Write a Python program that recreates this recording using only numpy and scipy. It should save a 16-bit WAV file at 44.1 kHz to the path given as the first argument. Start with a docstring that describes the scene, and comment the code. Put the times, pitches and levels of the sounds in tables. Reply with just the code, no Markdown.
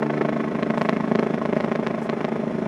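"""Main rotor of a light helicopter hovering high over an open field ringed with trees.
Each blade slaps through the tip vortex of the one before: suction, a pressure hump and a noise rasp; some crack.
The tail rotor drones as a sum of harmonics; filtered noise makes the wash, turbine whine, rustles and rumble.
A delayed copy is the bounce off the ground; a decaying noise tail is the scatter from the trees."""
import sys
import numpy as np
from scipy import signal
from scipy.fft import rfft, irfft
from scipy.io import wavfile
from scipy.ndimage import map_coordinates

SR = 44100
rng = np.random.default_rng(int(sys.argv[2]) if len(sys.argv) > 2 else 0)


def wav_record(signal):
    """Record a signal, one row per channel, as 16-bit PCM in the file named by sys.argv[1]."""
    frames = np.transpose(np.atleast_2d(signal))
    bounded = np.clip(frames, -1, 1)
    # unit amplitude maps onto the largest positive 16-bit level
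    quanta = np.round(bounded * 32767).astype(np.int16)
    wavfile.write(sys.argv[1], SR, quanta)


N = 117747
T = np.arange(N) / SR  # s


def from_db(db):
    """Decibels to amplitude gain."""
    return 10 ** (np.asarray(db) / 20)


def curve(rows, at_s):
    """Each column of a table, interpolated at the given times."""
    time_s, *columns = np.transpose(rows)
    return [np.interp(at_s, time_s, column) for column in columns]


def noise(spectrum):
    """Noise of rms 1, coloured by a spectrum that is interpolated over log frequency."""
    freq_hz, density_db = np.transpose(spectrum)
    bin_hz = np.arange(N // 2 + 1) * SR / N
    gain = from_db(np.interp(np.log(bin_hz + 1), np.log(freq_hz), density_db))
    x = irfft(rfft(rng.standard_normal(N)) * gain, N)
    return x / x.std()


def drift(points_per_s):
    """Straight lines between random points of spread 1."""
    return np.interp(T * points_per_s, np.arange(2000), rng.standard_normal(2000))


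def bell(x, sigma):
    """Gaussian pulse of height 1; x and sigma share a unit."""
    return np.exp(-.5 * (x / sigma) ** 2)


def burst(ms, rise_ms, decay_ms):
    """Peak of height 1 with exponential flanks."""
    return np.exp(-np.abs(ms) / np.where(ms < 0, rise_ms, decay_ms))


# low rumble spectrum: [freq_hz, density_db (relative)]
RUMBLE_SPECTRUM = [(15, -5), (30, -6), (48, 3), (62, -5), (80, 5.5), (110, 9.5), (200, -34.5), (600, -64)]
RUMBLE_DB = -55


def rumble():
    """Faint low noise added at the microphone."""
    return from_db(RUMBLE_DB) * noise(RUMBLE_SPECTRUM)


# turbine whine spectrum: [freq_hz, density_db (relative)]
TURBINE_SPECTRUM = [(8500, -43), (9600, -14.5), (10000, 9), (10400, -20.5), (11500, -31.5)]
TURBINE_DB = -76.5


def turbine():
    """Faint whine: a narrow band of noise."""
    return from_db(TURBINE_DB) * noise(TURBINE_SPECTRUM)


# faint rustles close by: [centre_s, length_s (two sigma), level_db]
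RUSTLES = [(0.785, 0.037, -67), (0.83, 0.07, -65), (2.041, 0.034, -58)]
# rustle spectrum: [freq_hz, density_db (relative)]
RUSTLE_SPECTRUM = [(2000, -24), (5000, -2), (7500, 2), (11000, -7), (15000, -16)]
RUSTLE_GRAINS_PER_S, RUSTLE_GRAIN_DB = 700, 5


def rustles():
    """Brief swells of hiss, made crackly by fast random level."""
    grains = noise(RUSTLE_SPECTRUM) * from_db(RUSTLE_GRAIN_DB * drift(RUSTLE_GRAINS_PER_S))
    swells = sum(from_db(level_db) * bell(T - centre_s, length_s / 2)
                 for centre_s, length_s, level_db in RUSTLES)
    return grains * swells


TREES_DB, TREES_T60_S = -24.5, 0.29


def trees(x):
    """Diffuse scatter from the edge of the wood: convolution with decaying noise of unit energy."""
    tail = rng.standard_normal(SR // 2) * from_db(-60 * T[:SR // 2] / TREES_T60_S)
    return from_db(TREES_DB) * signal.fftconvolve(x, tail / np.linalg.norm(tail))[:N]


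# lag of the ground bounce: [time_s, lag_ms]
GROUND_LAG = [(0, 4.68), (1.2, 4.73), (1.6, 4.78), (2.67, 4.8)]
GROUND_WAVER_MS = .03


def bounce(x):
    """The sound again, late by its detour off the field."""
    lag_ms = curve(GROUND_LAG, T)[0] + GROUND_WAVER_MS * drift(25)
    return map_coordinates(x, [(T - lag_ms / 1000) * SR], order=3)


GROUND_GAIN, OVERHEAD_DULL_HZ = 1.185, 3160


def ground(x):
    """Sound from overhead meets the microphone off axis and dull; its bounce off the field follows."""
    overhead = signal.sosfilt(signal.butter(2, OVERHEAD_DULL_HZ, fs=SR, output="sos"), x)
    return overhead + GROUND_GAIN * bounce(x)


# wash spectrum: [freq_hz, density_db (relative)]
WASH_SPECTRUM = [(100, -44), (220, 3), (400, 1), (650, 1.5), (850, -8), (1100, -7.5), (1500, -11.5),
                 (2200, -15), (3000, -25.5), (3500, -23), (3750, -33.5), (4100, -28.5), (4500, -36),
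                 (5300, -31.5), (7000, -39), (9000, -46.5), (10500, -45.5), (12000, -58.5), (15000, -56)]
# wash level before swell and flutter: [time_s, level_db]
WASH_LEVEL = [(0, -33), (.9, -33), (1.6, -32.5), (2.1, -33.5), (2.67, -33.5)]
WASH_SWING_DB, WASH_LAG_MS = 2, 7.4
WASH_FLUTTER_DB, WASH_FLUTTER_PER_S = 1.8, 220
WASH_BOUNCE_GAIN = 0.17


def wash(ms):
    """Turbulent air off the blades, fluttering and swelling once a pass, with its ground bounce."""
    turns = (ms - WASH_LAG_MS) / 1000 * curve(BLADE_RATE, T)[0]
    swell_db = WASH_SWING_DB * np.cos(2 * np.pi * turns)
    flutter_db = WASH_FLUTTER_DB * drift(WASH_FLUTTER_PER_S)
    hiss = noise(WASH_SPECTRUM) * from_db(curve(WASH_LEVEL, T)[0] + swell_db + flutter_db)
    return hiss + WASH_BOUNCE_GAIN * bounce(hiss)


# tail rotor blade passes: [time_s, rate_hz]
TAIL_RATE = [(0, 75.0), (.4, 75.05), (1.0, 75.25), (1.4, 75.27), (1.8, 75.1), (2.67, 75.08)]
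# tail rotor harmonics: [order (multiple of the pass rate), level_db]
TAIL_ORDERS = [(1, -31.5), (2, -34), (3, -28.5), (4, -37.5), (5, -42), (6, -45.5), (8, -51.5), (9, -69),
               (12, -51.5), (14, -57)]
# added to the harmonics: [time_s, orders_1_to_3_db, higher_orders_db]
TAIL_LEVEL = [(0, 1, 5.5), (.6, -1, 1.5), (1.0, -3.5, -2), (1.5, -2.5, -0.5), (2.0, -3.5, -7),
              (2.67, -2.5, 1.5)]
TAIL_WAVER_DB, TAIL_WAVER_RAD = 1.5, .035  # radians at order 1


def tail_rotor():
    """One soft pulse for each tail blade: a drone whose harmonics waver in the moving air."""
    phase = 2 * np.pi * (np.cumsum(curve(TAIL_RATE, T)[0]) / SR + rng.random())
    low_db, high_db = curve(TAIL_LEVEL, T)
    drone = 0
    for order, order_db in TAIL_ORDERS:
        level_db = order_db + (low_db if order <= 3 else high_db)
        wave = np.cos(order * (phase + TAIL_WAVER_RAD * drift(18)))
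        drone = drone + from_db(level_db + TAIL_WAVER_DB * drift(6.77)) * wave
    return np.sqrt(2) * drone  # levels are rms


# main rotor blade passes: [time_s, rate_hz]
BLADE_RATE = [(0, 26.56), (.5, 26.56), (.8, 26.63), (1.2, 26.63), (1.4, 26.57), (1.8, 26.56), (2.05, 26.46),
              (2.3, 26.53), (2.67, 26.59)]
FIRST_PASS_S = .0241


def blade_passes():
    """Times of the passes; for every sample, the nearest pass and the ms since it."""
    turns = np.cumsum(curve(BLADE_RATE, T)[0]) / SR  # one turn per blade pass
    turns -= np.interp(FIRST_PASS_S, T, turns)
    times_s = np.interp(np.arange(int(turns[-1]) + 1), turns, T)
    nearest = np.clip(np.round(turns).astype(int), 0, len(times_s) - 1)
    ms = (T - times_s[nearest]) * 1000
    return times_s, nearest, ms


AIR_CUT_HZ = 6250


def air(x):
    """Distance takes the top off the slaps."""
    return signal.sosfilt(signal.butter(3, AIR_CUT_HZ, fs=SR, output="sos"), x)


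# colour of the chop at the listener: [centre_hz, gain_db, width_hz]
CHOP_COLOUR = [(253, 2, 160), (464, -12, 168), (611, 6, 208), (844, -7, 230), (1083, 7, 74),
               (1354, -2.5, 250), (2050, 3, 500), (4500, -1.5, 440)]


def colour(x):
    """Broad resonant peaks and dips, one after the other."""
    for centre_hz, gain_db, width_hz in CHOP_COLOUR:
        b, a = signal.iirpeak(centre_hz, centre_hz / width_hz, fs=SR)
        x = x + (from_db(gain_db) - 1) * signal.lfilter(b, a, x)
    return x


# lift push on every pass: [time_s, level_db]
LIFT = [(0, -32), (.4, -20.5), (.7, -22), (.95, -13.5), (1.25, -16), (1.55, -30), (1.9, -21.5),
        (2.3, -23.5), (2.67, -16)]
LIFT_LAG_MS, LIFT_SIGMA_MS = 0.76, 0.74


def lift_push(ms):
    """The lift of each blade pushes a broad pulse of air on every pass."""
    return from_db(curve(LIFT, T)[0]) * bell(ms - LIFT_LAG_MS, LIFT_SIGMA_MS)


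# hardest vortex strikes: [time_s, gain_db (over the other slaps), crack_db]
CRACKS = [(.026, 3.5, -31), (.063, -1, -31), (.1, 3, -46), (.212, 3, -40), (.287, 1.5, -30), (.4, 2.5, -39),
          (.551, 3.5, -40), (.626, 6.5, -17.5), (.701, 3.5, -18.5), (.776, -1.5, -19.5), (.814, 0, -12),
          (.889, -1.5, -10), (.965, 0, -21), (1.114, 2.5, -27), (1.152, 1, -14), (1.19, 4, -13.5),
          (1.227, 2, -22), (1.34, 0, -21.5), (1.453, 1, -23), (1.528, 0.5, -23), (1.565, 1, -22.5),
          (1.603, -1.5, -19.5), (1.641, 2, -24), (1.716, 1.5, -20), (1.753, -1.5, -16.5),
          (1.866, 0.5, -11.5), (2.094, 0.5, -14), (2.131, 4, -39), (2.207, 2.5, -23), (2.245, 2.5, -16)]


def hard_strikes(times_s):
    """For every pass, its extra gain and the strength of its crack."""
    gain, shock = np.ones(len(times_s)), np.zeros(len(times_s))
    for time_s, gain_db, crack_db in CRACKS:
        k = np.argmin(np.abs(times_s - time_s))
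        gain[k], shock[k] = from_db(gain_db), from_db(crack_db)
    return gain, shock


# crackle spectrum: [freq_hz, density_db (relative)]
CRACKLE_SPECTRUM = [(500, -11), (2000, -3.5), (4000, 28), (6500, -7), (9000, -11), (14000, -30.5)]
CRACKLE_DB, CRACKLE_DECAY_MS = -23, 1.0
CRACK_FLANK_MS, CRACK_BODY_DB, CRACK_BODY_SIGMA_MS = .065, -12.5, 0.096


def crack(ms):
    """On a hard strike the suction steepens into a shock with a rounded foot and trails off in crackle."""
    crackle = from_db(CRACKLE_DB) * noise(CRACKLE_SPECTRUM) * burst(ms, RASP_RISE_MS, CRACKLE_DECAY_MS)
    spike = burst(ms, CRACK_FLANK_MS, CRACK_FLANK_MS)
    body = from_db(CRACK_BODY_DB) * bell(ms, CRACK_BODY_SIGMA_MS)
    return crackle - spike - body


# torn air spectrum: [freq_hz, density_db (relative)]
RASP_SPECTRUM = [(150, -24), (400, 0.5), (650, 8), (850, 11), (1100, -11), (1500, -10), (2100, -3.5),
                 (2900, -15), (4200, -18.5), (7000, -29.5), (14000, -20)]
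RASP_DB, RASP_RISE_MS, RASP_DECAY_MS = -6.5, .6, 7  # dB over the bite


def rasp(ms):
    """Torn air: a noise burst around each vortex strike."""
    return from_db(RASP_DB) * noise(RASP_SPECTRUM) * burst(ms, RASP_RISE_MS, RASP_DECAY_MS)


HUMP_DB, HUMP_LAG_MS, HUMP_SIGMA_MS = 7, 0.79, 0.36
SUCTION_DB, SUCTION_SIGMA_MS = 3.5, 1


def vortex_pulse(ms):
    """Suction as the blade nears a vortex, pressure as it leaves."""
    hump = from_db(HUMP_DB) * bell(ms - HUMP_LAG_MS, HUMP_SIGMA_MS)
    suction = from_db(SUCTION_DB) * bell(ms, SUCTION_SIGMA_MS)
    return hump - suction


# how hard the blades meet the vortex: [time_s, thump_db, bite_db (snap and rasp)]
SLAP = [(0, -25.5, -23), (.14, -28, -25.5), (.21, -16, -24), (.29, -25.5, -23.5), (.45, -32.5, -28),
        (.65, -22, -29.5), (.8, -20.5, -23), (.89, -19.5, -20), (.965, -22, -24), (1.005, -38, -26),
        (1.08, -38, -26.5), (1.12, -15, -30), (1.21, -21, -26.5), (1.3, -17, -29.5), (1.39, -22, -28.5),
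        (1.49, -19.5, -26.5), (1.545, -11.5, -28), (1.62, -22, -22), (1.75, -17, -29.5),
        (1.9, -22.5, -25.5), (2.03, -27, -33.5), (2.12, -26, -32), (2.33, -23, -29), (2.45, -20, -41.5),
        (2.67, -25.5, -30.5)]
# further vortices that a blade grazes: [time_s, before_gain, after_gain (relative to the main one)]
GRAZING = [(0, 0.49, 0.84), (.12, 0.7, 0.57), (.28, 0.28, 0.19), (.45, 0.18, 0.39), (.63, 0.034, 0.18),
           (.82, 0.075, 0.4), (.92, 0.064, 0.28), (1.23, 0.13, 0.62), (1.55, 0.064, 0.18),
           (2.05, 0.41, 0.45), (2.13, 1, 0.062), (2.21, 0.32, 0.47), (2.67, 0.29, .15)]
# the vortex wanders, so the blade meets it sooner or later in its pass: [time_s, shift_ms]
VORTEX_SHIFT = [(0, .1), (.22, -.55), (.36, 0), (.55, -1.5), (.62, .2), (.8, -1.6), (.85, -1.8),
                (.885, -.4), (1.04, -.8), (1.22, -.3), (1.34, -1.3), (1.44, 0), (1.59, -.9), (1.66, -.6),
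                (1.93, -1), (2.23, -.1), (2.42, -.5), (2.67, -.3)]
VORTEX_GAP_MS, GRAZE_WANDER_MS, GRAZE_SPREAD_DB = 2.194, .22, 2
SNAP_DB, SNAP_SIGMA_MS = 8.5, 0.13
THUMP_SPREAD_DB, BITE_SPREAD_DB, WIDTH_SPREAD_DB, JITTER_MS = 1.0, 1.0, 1.0, .07


def slaps(times_s, nearest, ms):
    """Every pass pushes, thumps, snaps and rasps, each a little different in strength, width and moment."""
    chance = rng.standard_normal((len(times_s), 8))[nearest].T
    pass_s = times_s[nearest]
    gain, shock = hard_strikes(times_s)
    thump_db, bite_db = curve(SLAP, pass_s)
    before_gain, after_gain = curve(GRAZING, pass_s)
    thump = gain[nearest] * from_db(thump_db + THUMP_SPREAD_DB * chance[0])
    bite = gain[nearest] * from_db(bite_db + BITE_SPREAD_DB * chance[1])
    stretch = from_db(WIDTH_SPREAD_DB * chance[7])
    out = lift_push(ms)
    strike_ms = ms - curve(VORTEX_SHIFT, pass_s)[0] + JITTER_MS * chance[2]
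    before_lead_ms = VORTEX_GAP_MS + GRAZE_WANDER_MS * chance[3]
    after_lead_ms = -VORTEX_GAP_MS + GRAZE_WANDER_MS * chance[5]
    before = (before_lead_ms, before_gain * from_db(GRAZE_SPREAD_DB * chance[4]))
    after = (after_lead_ms, after_gain * from_db(GRAZE_SPREAD_DB * chance[6]))
    for lead_ms, strength in (before, (0, 1), after):
        vortex_ms = strike_ms + lead_ms
        # the steep edge of the suction snaps, in step with the rasp
        snap = from_db(SNAP_DB) * bell(vortex_ms, SNAP_SIGMA_MS)
        out = out + strength * (thump * vortex_pulse(vortex_ms / stretch) - bite * snap)
    return out + bite * rasp(strike_ms) + shock[nearest] * crack(strike_ms)


def scene():
    """Main rotor over the field, with trees, wash, tail rotor, turbine and rustles."""
    times_s, nearest, ms = blade_passes()
    chop = ground(air(colour(slaps(times_s, nearest, ms))))
    background = turbine() + rustles() + trees(chop) + wash(ms)
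    return (background + tail_rotor() + chop)[None]


MIC_LOW_HZ, CUTOFF_HZ = 152.4, 15200


def record(dry):
    """A small microphone that cuts the bass and adds a faint rumble; the top is cut."""
    thin = signal.sosfilt(signal.butter(4, MIC_LOW_HZ, "high", fs=SR, output="sos"), dry)
    top_cut = signal.ellip(10, .1, 80, CUTOFF_HZ, fs=SR, output="sos")
    return signal.sosfilt(top_cut, thin + rumble())


dry = scene()
out = record(dry)
wav_record(out)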